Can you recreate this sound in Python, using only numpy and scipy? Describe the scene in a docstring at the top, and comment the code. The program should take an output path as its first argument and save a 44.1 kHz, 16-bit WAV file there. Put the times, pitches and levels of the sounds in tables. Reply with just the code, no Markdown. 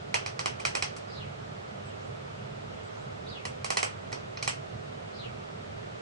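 """A cat chatters at birds from behind a closed window: two close bursts of dry, voiceless jaw clicks.
Each click is a snap and a wet crackle that ring the mouth for a few milliseconds; the window recess
and a small room answer it. Outside, birds whistle and peep faintly: gliding tones, heard mostly as
their echo in the yard. Under it all lie a low indoor rumble, a wavering hum and a soft hiss."""
import sys
import numpy as np
from scipy import signal
from scipy.fft import rfft, irfft, next_fast_len
from scipy.io import wavfile
from scipy.ndimage import map_coordinates

SR = 44100
rng = np.random.default_rng(int(sys.argv[2]) if len(sys.argv) > 2 else 0)


def wrap_up_sound(samples):
    """Save the sound to the file named by the first command line argument, as 16-bit audio."""
    columns = np.atleast_2d(samples).T
    # keep every value between -1 and 1, then stretch to whole-number steps
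    tamed = np.clip(columns, -1, 1)
    steps = np.round(tamed * 32767).astype(np.int16)
    wavfile.write(sys.argv[1], SR, steps)


N = 265041


# jaw clicks: t/s, relative level/dB, EQ for hollow lows/dB, hard mids/dB, brightness/dB, sharp top/dB,
# then wet crackle over the snap/dB
JAW_CLICKS = [(0.1425, -16, 4, 3, 0, -4, -7.5), (0.2619, -23, 1.5, -3.5, -0.5, -8, -23),
              (0.3927, -22.5, 3, -3.5, 1.5, -5.5, -17), (0.4589, -19.5, 4, 1.5, -0.5, -5, -6.5),
              (.598, -33.5, 5.5, 3, 2, -1, 5), (0.6517, -16, 1.5, -1, 0, -3.5, -10),
              (.752, -19.5, 4.5, 1, -0.5, -1, -4), (0.8242, -18.5, 1.5, 0, 2, -5.5, -11),
              (0.9649, -39, 7.5, 0.5, 5, 3.5, -1), (3.4531, -27, 5, 1, 0, 0.5, -4),
              (3.6452, -26, 6.5, 0.5, 3, 2, -10), (3.7043, -19.5, 4, -2, 1, 0.5, -15),
              (3.771, -16.5, 4, 2, 1, -0.5, -3.5), (3.8299, -17, 3.5, -1.5, -3, -1.5, -12),
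              (4.119, -34.5, 5, -4, -4, -2, -1), (4.1277, -27.5, 4, -2, 1.5, -9, -2),
              (4.3723, -31, 3, -1, 0.5, -27, -2), (4.4265, -24.5, 0.5, 0, 5, -1, -2),
              (4.477, -19, 3.5, 3.5, 1.5, 2, -8)]
def chatter(level_db=3.5):
    """Each smack of the jaw rings the mouth; recess and room answer, and each click gets its own EQ."""
    out, t = np.zeros((2, N)), np.arange(SR // 2) / SR
    burst_gain = np.sqrt(2 * len(t) / (.0016 * SR))  # refers the level to a burst of 1.6 ms
    for s, db, low, middle, bright, top, crackle_db in JAW_CLICKS:
        click = close_click(t, crackle_db) + room_answer(t)
        eq = [(1300, low), (1700, 0), (2100, 0), (2500, middle), (2900, middle),
              (4000, bright), (6200, bright), (7400, top)]
        click = filtered(click, lambda hz: causal(amp(along(eq, hz))))
        add(out, amp(db + level_db) * click / burst_gain, s)
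    return out


def close_click(t, crackle_db, pitch_spread=.022, strength_spread_db=1.2, sway_ms=.016):
    """One smack through mouth and early echoes; jaw shape and head position vary from click to click."""
    shifts = 1 + pitch_spread * rng.standard_normal(len(MOUTH_FORMANTS))
    strengths_db = strength_spread_db * rng.standard_normal(len(MOUTH_FORMANTS))
    slips_ms = sway_ms * rng.standard_normal(len(ECHO_PATHS))
    response = lambda hz: early_echoes(hz, slips_ms) * mouth(hz, shifts, strengths_db)
    return unit(filtered(smack(t, crackle_db), response))


def smack(t, crackle_db):
    """One snap, then a brief crackle as tongue and lips part; wetter smacks last longer."""
    decay_s = .0013 * amp(crackle_db)
    crackle = rng.standard_normal(len(t)) * t * np.exp(-t / decay_s)
    return signal.unit_impulse(len(t)) + amp(crackle_db) * crackle / np.linalg.norm(crackle)


# resonances of the mouth: f/Hz, width/Hz, relative level/dB
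MOUTH_FORMANTS = [(646, 600, 15.5), (1234, 330, 18.5), (2027, 197, 19), (2543, 315, 19), (4400, 2700, 8.5),
                  (5936, 310, 11.5), (7680, 620, 8), (10010, 710, 2.5)]
def mouth(hz, shifts, strengths_db):
    """Steep-sided resonances, shifted and weighted by the shape of the jaw, and one notch."""
    peaks = [amp(db + strength) * ring(hz, f * shift, width) ** 2
             for (f, width, db), shift, strength in zip(MOUTH_FORMANTS, shifts, strengths_db)]
    notch = np.abs(1 - ring(hz, centre_hz=3500, width_hz=300))
    return causal(np.linalg.norm(peaks, axis=0) * notch)


# direct path, window recess and far wall: delay/ms, left level/dB, right level/dB
ECHO_PATHS = [(0, -.5, 2), (.55, -9.5, -4), (.93, -3, 2.5), (1.28, -11, -9), (2.19, -7, -6),
              (2.64, -4.5, -1), (3.66, -12, -6.5), (18.9, -10.5, -8.5), (20, -13, -11)]
def early_echoes(hz, slips_ms):
    """The direct sound and its distinct reflections; the left channel lags in the low mids."""
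    echoes = sum(amp([[left], [right]]) * np.exp(-2j * np.pi * hz * (ms + slip) / 1000)
                 for (ms, left, right), slip in zip(ECHO_PATHS, slips_ms))
    left_allpass = 1 - 2 * ring(hz, centre_hz=635, width_hz=1875)
    return echoes * np.array([left_allpass, np.ones_like(hz)])


# reverb time of the small room: f/Hz, T60/s
ROOM_DECAY = [(300, 0.18), (2000, 0.28), (6000, 0.23), (10000, 0.16)]
# colour of a click as the furnishings return it: f/Hz, relative level/dB
ROOM_EQ = [(150, -23), (300, -13), (520, -3), (900, -1), (1300, -3.5), (1600, -3.5), (2100, 0),
           (2500, -0.5), (3200, -2.5), (3600, -13), (4100, -6.5), (6000, -4.5), (7000, -12.5), (7800, -5),
           (8700, -8.5), (10500, -20.5)]
def room_answer(t, scatter_db=-5.5, scatter_t60_s=.17, tail_db=-2):
    """Frame, sill and clutter scatter a short dense burst, and the room adds its tail."""
    def returned(x):
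        predelayed = np.pad(x, ((0, 0), (SR // 300, 0)))[:, :len(t)]
        return unit(filtered(predelayed, lambda hz: amp(along(ROOM_EQ, hz))))
    scatter = returned(diffuse(len(t)) * amp(-60 * t / scatter_t60_s))
    tail = returned(reverb_tail(ROOM_DECAY))
    return amp(scatter_db) * scatter + amp(tail_db) * tail


# reverb time of the yard: f/Hz, T60/s
YARD_DECAY = [(2500, .2), (4500, .29), (8000, .09)]
def birds(direct_db=-10):
    """Distant birds, heard through the glass and mostly by way of their echoes."""
    kinds = [(falling_whistle, WHISTLE_CUES), (arch, ARCH_CUES),
             (thin_call, THIN_CUES), (peep, PEEP_CUES)]
    song = sum(call(*cue) for call, cues in kinds for cue in cues)
    echoes = signal.fftconvolve(song[None], reverb_tail(YARD_DECAY), axes=1)[:, :N]
    return amp(direct_db) * song + echoes


# falling whistles: crest t/s, crest f/Hz, lead-in/s, fall/s, opening level/dB, peak level/dB
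WHISTLE_CUES = [(1.124, 5350, .02, .124, -57.5, -49.5), (3.286, 4850, .024, .11, -52.5, -48.5),
                (5.148, 5300, .02, .132, -57.5, -49)]
def falling_whistle(crest, crest_hz, lead, fall, opening_db, peak_db, rise_oct_per_s=20, end_hz=2200):
    """The pitch rises to a rounded crest and slides down; the tone swells, then fades at the bottom."""
    since_crest = lambda u: u * (lead + fall) - lead
    fallen = lambda u: np.maximum(since_crest(u), 0) / fall
    rise = lambda u: 2 ** (rise_oct_per_s * np.minimum(since_crest(u), 0))
    hz = lambda u: crest_hz * rise(u) * (end_hz / crest_hz) ** (fallen(u) ** 1.05)
    db = lambda u: np.interp(fallen(u), [0, .72, 1], [opening_db, peak_db, peak_db - 5])
    return bird_tone(crest - lead, lead + fall, hz, db, rasp=.048)


# lower arched notes that join two of the whistles: top t/s, top level/dB
ARCH_CUES = [(1.165, -55.5), (5.196, -53)]
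def arch(top, top_db, length_s=.058, top_hz=4070, drop_hz=650, fade_db=7):
    """A brief note whose pitch and level rise and fall together."""
    droop = lambda u: (2 * u - 1) ** 2
    hz = lambda u: top_hz - drop_hz * droop(u)
    db = lambda u: top_db - fade_db * droop(u)
    return bird_tone(top - length_s / 2, length_s, hz, db, rasp=.03)


# thin high calls: t/s, slur level/dB, sweep delay/s, sweep level/dB
THIN_CUES = [(1.853, -61, .105, -68), (2.835, -64.5, .075, -67)]
def thin_call(s, slur_db, sweep_after, sweep_db, slur_s=.035, sweep_s=.125, rasp=.013):
    """A fading downward slur, a short rest, then a growing upward sweep."""
    glide_hz = lambda first, last: lambda u: first * (last / first) ** u
    slur = bird_tone(s, slur_s, glide_hz(8050, 7600), lambda u: slur_db - 2.5 * u, rasp)
    sweep = bird_tone(s + sweep_after, sweep_s, glide_hz(5250, 8600),
                      lambda u: sweep_db - 2 * (1 - u), rasp)
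    return slur + sweep


# faint peeps of farther birds: t/s, f/Hz, level/dB
PEEP_CUES = [(1.08, 4550, -58), (1.81, 2750, -64), (1.875, 2880, -60), (2.38, 2600, -61),
             (2.699, 2940, -61), (2.76, 3100, -62)]
def peep(s, hz, db, length_s=.055, sag=.24):
    """A short note that sags in pitch."""
    return bird_tone(s, length_s, lambda u: hz * (1 - sag * (u - .5)), lambda u: db, rasp=.03)


def bird_tone(start, length, hz, db, rasp, flutters_per_s=700, fade_s=.011):
    """A gliding sine that starts raspy and ends clear; hz and db are curves over its progress, 0 to 1."""
    t = np.arange(N) / SR - start
    progress = np.clip(t / length, 0, 1)
    pitch = hz(progress) * (1 + rasp * (1 - progress ** 2) * wobble(flutters_per_s))
    gate = np.clip(np.minimum(t, length - t) / fade_s + 1, 0, 1)
    return gate * amp(db(progress)) * np.sqrt(2) * np.sin(2 * np.pi * np.cumsum(pitch) / SR)


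# spectrum of the house rumble: f/Hz, relative level/dB
RUMBLE_SPECTRUM = [(12, -73), (20, -43), (38, -15), (59, -14.5), (81, -6.5), (97, -0.5), (145, 1),
                   (172, -7), (204, -5.5), (231, -9.5), (300, -18), (390, -69), (660, -120)]
# spectrum of the soft hiss: f/Hz, relative level/dB
HISS_SPECTRUM = [(160, -20), (280, -3), (435, 8), (483, 3.5), (645, 5), (797, 0.5), (1050, -2.5), (1280, 1),
                 (1630, -5), (3370, -9), (4850, -14), (7870, -21), (9730, -29), (10500, -50.5),
                 (13600, -72), (22000, -120)]
# indoor hum: f/Hz, level before panning/dB
HUM_TONES = [(101.5, -53.5)]
def room_tone(rumble_db=-46, hiss_db=-41.5, swell_db=1.6, drift_rad=.91):
    """Low rumble of the house, a soft even hiss and a wavering hum a little to the right."""
    rumble = noise_bed(RUMBLE_SPECTRUM) * amp(rumble_db + swell_db * wobble(13))
    hiss = noise_bed(HISS_SPECTRUM) * amp(hiss_db)
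    t = np.arange(N) / SR
    hum = sum(amp(db) * np.sqrt(2) * np.sin(2 * np.pi * hz * t + drift_rad * wobble(12))
              for hz, db in HUM_TONES)
    return rumble + hiss + hum * amp([[-1.5], [1.5]])


def noise_bed(spectrum):
    """Diffuse noise of rms 1 whose mid channel has the given spectrum."""
    gain = lambda hz: amp(along(spectrum, hz)) * np.hypot(1, amp(along(STEREO_WIDTH, hz)))
    return unit(filtered(diffuse(N), gain))


def reverb_tail(decay, build_up_s=.002):
    """Reverberation of energy about 1 a channel; each frequency dies at its own speed."""
    n = SR // 2
    hz, t, spectra = signal.stft(diffuse(n), SR, nperseg=256)
    fade = amp(-60 * t / along(decay, hz)[:, None])
    tail = signal.istft(spectra * fade, SR, nperseg=256)[1][:, :n]
    build_up = 1 - np.exp(-np.arange(n) / SR / build_up_s)
    return unit(tail * build_up) / np.sqrt(n)


# width of the diffuse sound: f/Hz, side minus mid/dB
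STEREO_WIDTH = [(110, -18), (190, -12), (260, 1), (340, 8), (600, 8.5), (1060, 6.5), (1900, 5.5),
                (3350, 2.5), (6000, .5), (10600, -2)]
# its balance: f/Hz, left minus right/dB
STEREO_BALANCE = [(100, -2), (600, -4), (1900, -1.5), (6000, 0)]
def diffuse(n):
    """White noise from all sides: nearly mono in the bass, very wide in the mids."""
    def mid_side_gains(hz):
        width = amp(along(STEREO_WIDTH, hz))
        return np.array([np.ones_like(hz), width]) / np.hypot(1, width)
    mid, side = filtered(rng.standard_normal((2, n)), mid_side_gains)
    pan = lambda hz: amp(along(STEREO_BALANCE, hz) * np.array([[.5], [-.5]]))
    return unit(filtered(np.array([mid + side, mid - side]), pan))


def ring(hz, centre_hz, width_hz):
    """Response of one resonance."""
    return 1j * hz * width_hz / (centre_hz ** 2 - hz ** 2 + 1j * hz * width_hz)


def causal(gain):
    """The minimum-phase response with this gain: it rings only after the hit."""
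    cepstrum = irfft(np.log(gain + 1e-3))
    half = len(cepstrum) // 2
    return np.exp(rfft(cepstrum * np.r_[1, np.full(half - 1, 2), np.zeros(half)]))


def filtered(x, response):
    """Pass x through a complex frequency response."""
    n = x.shape[-1]
    padded = next_fast_len(n + SR // 4)
    return irfft(rfft(x, padded) * response(np.fft.rfftfreq(padded, 1 / SR)), padded)[..., :n]


def wobble(rate):
    """A smooth, looping random curve with rate knots a second."""
    return map_coordinates(rng.standard_normal(200), [np.arange(N) * rate / SR], mode="wrap")


def along(points, hz):
    """Read (f/Hz, value) points on a log frequency axis."""
    freqs, values = np.transpose(points)
    return np.interp(np.log(hz + 1), np.log(freqs + 1), values)


def amp(db):
    """Decibels to gain."""
    return 10 ** (np.asarray(db) / 20)


def unit(x):
    """Scale to rms 1."""
    return x / np.sqrt(np.mean(x ** 2) + 1e-20)


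def add(track, sound, s):
    """Mix a sound into a track at time s."""
    part = track[:, round(s * SR):][:, :sound.shape[-1]]
    part += sound[:, :part.shape[-1]]


def scene():
    """The cat up close, the birds far off, room tone underneath."""
    return chatter() + birds() + room_tone()


def record(dry):
    """The camera's band limit: a brick-wall high cut."""
    cutoff_hz = 10900
    return filtered(dry, lambda hz: 1 / np.sqrt(1 + (hz / cutoff_hz) ** 130))


dry = scene()
out = record(dry)
wrap_up_sound(out)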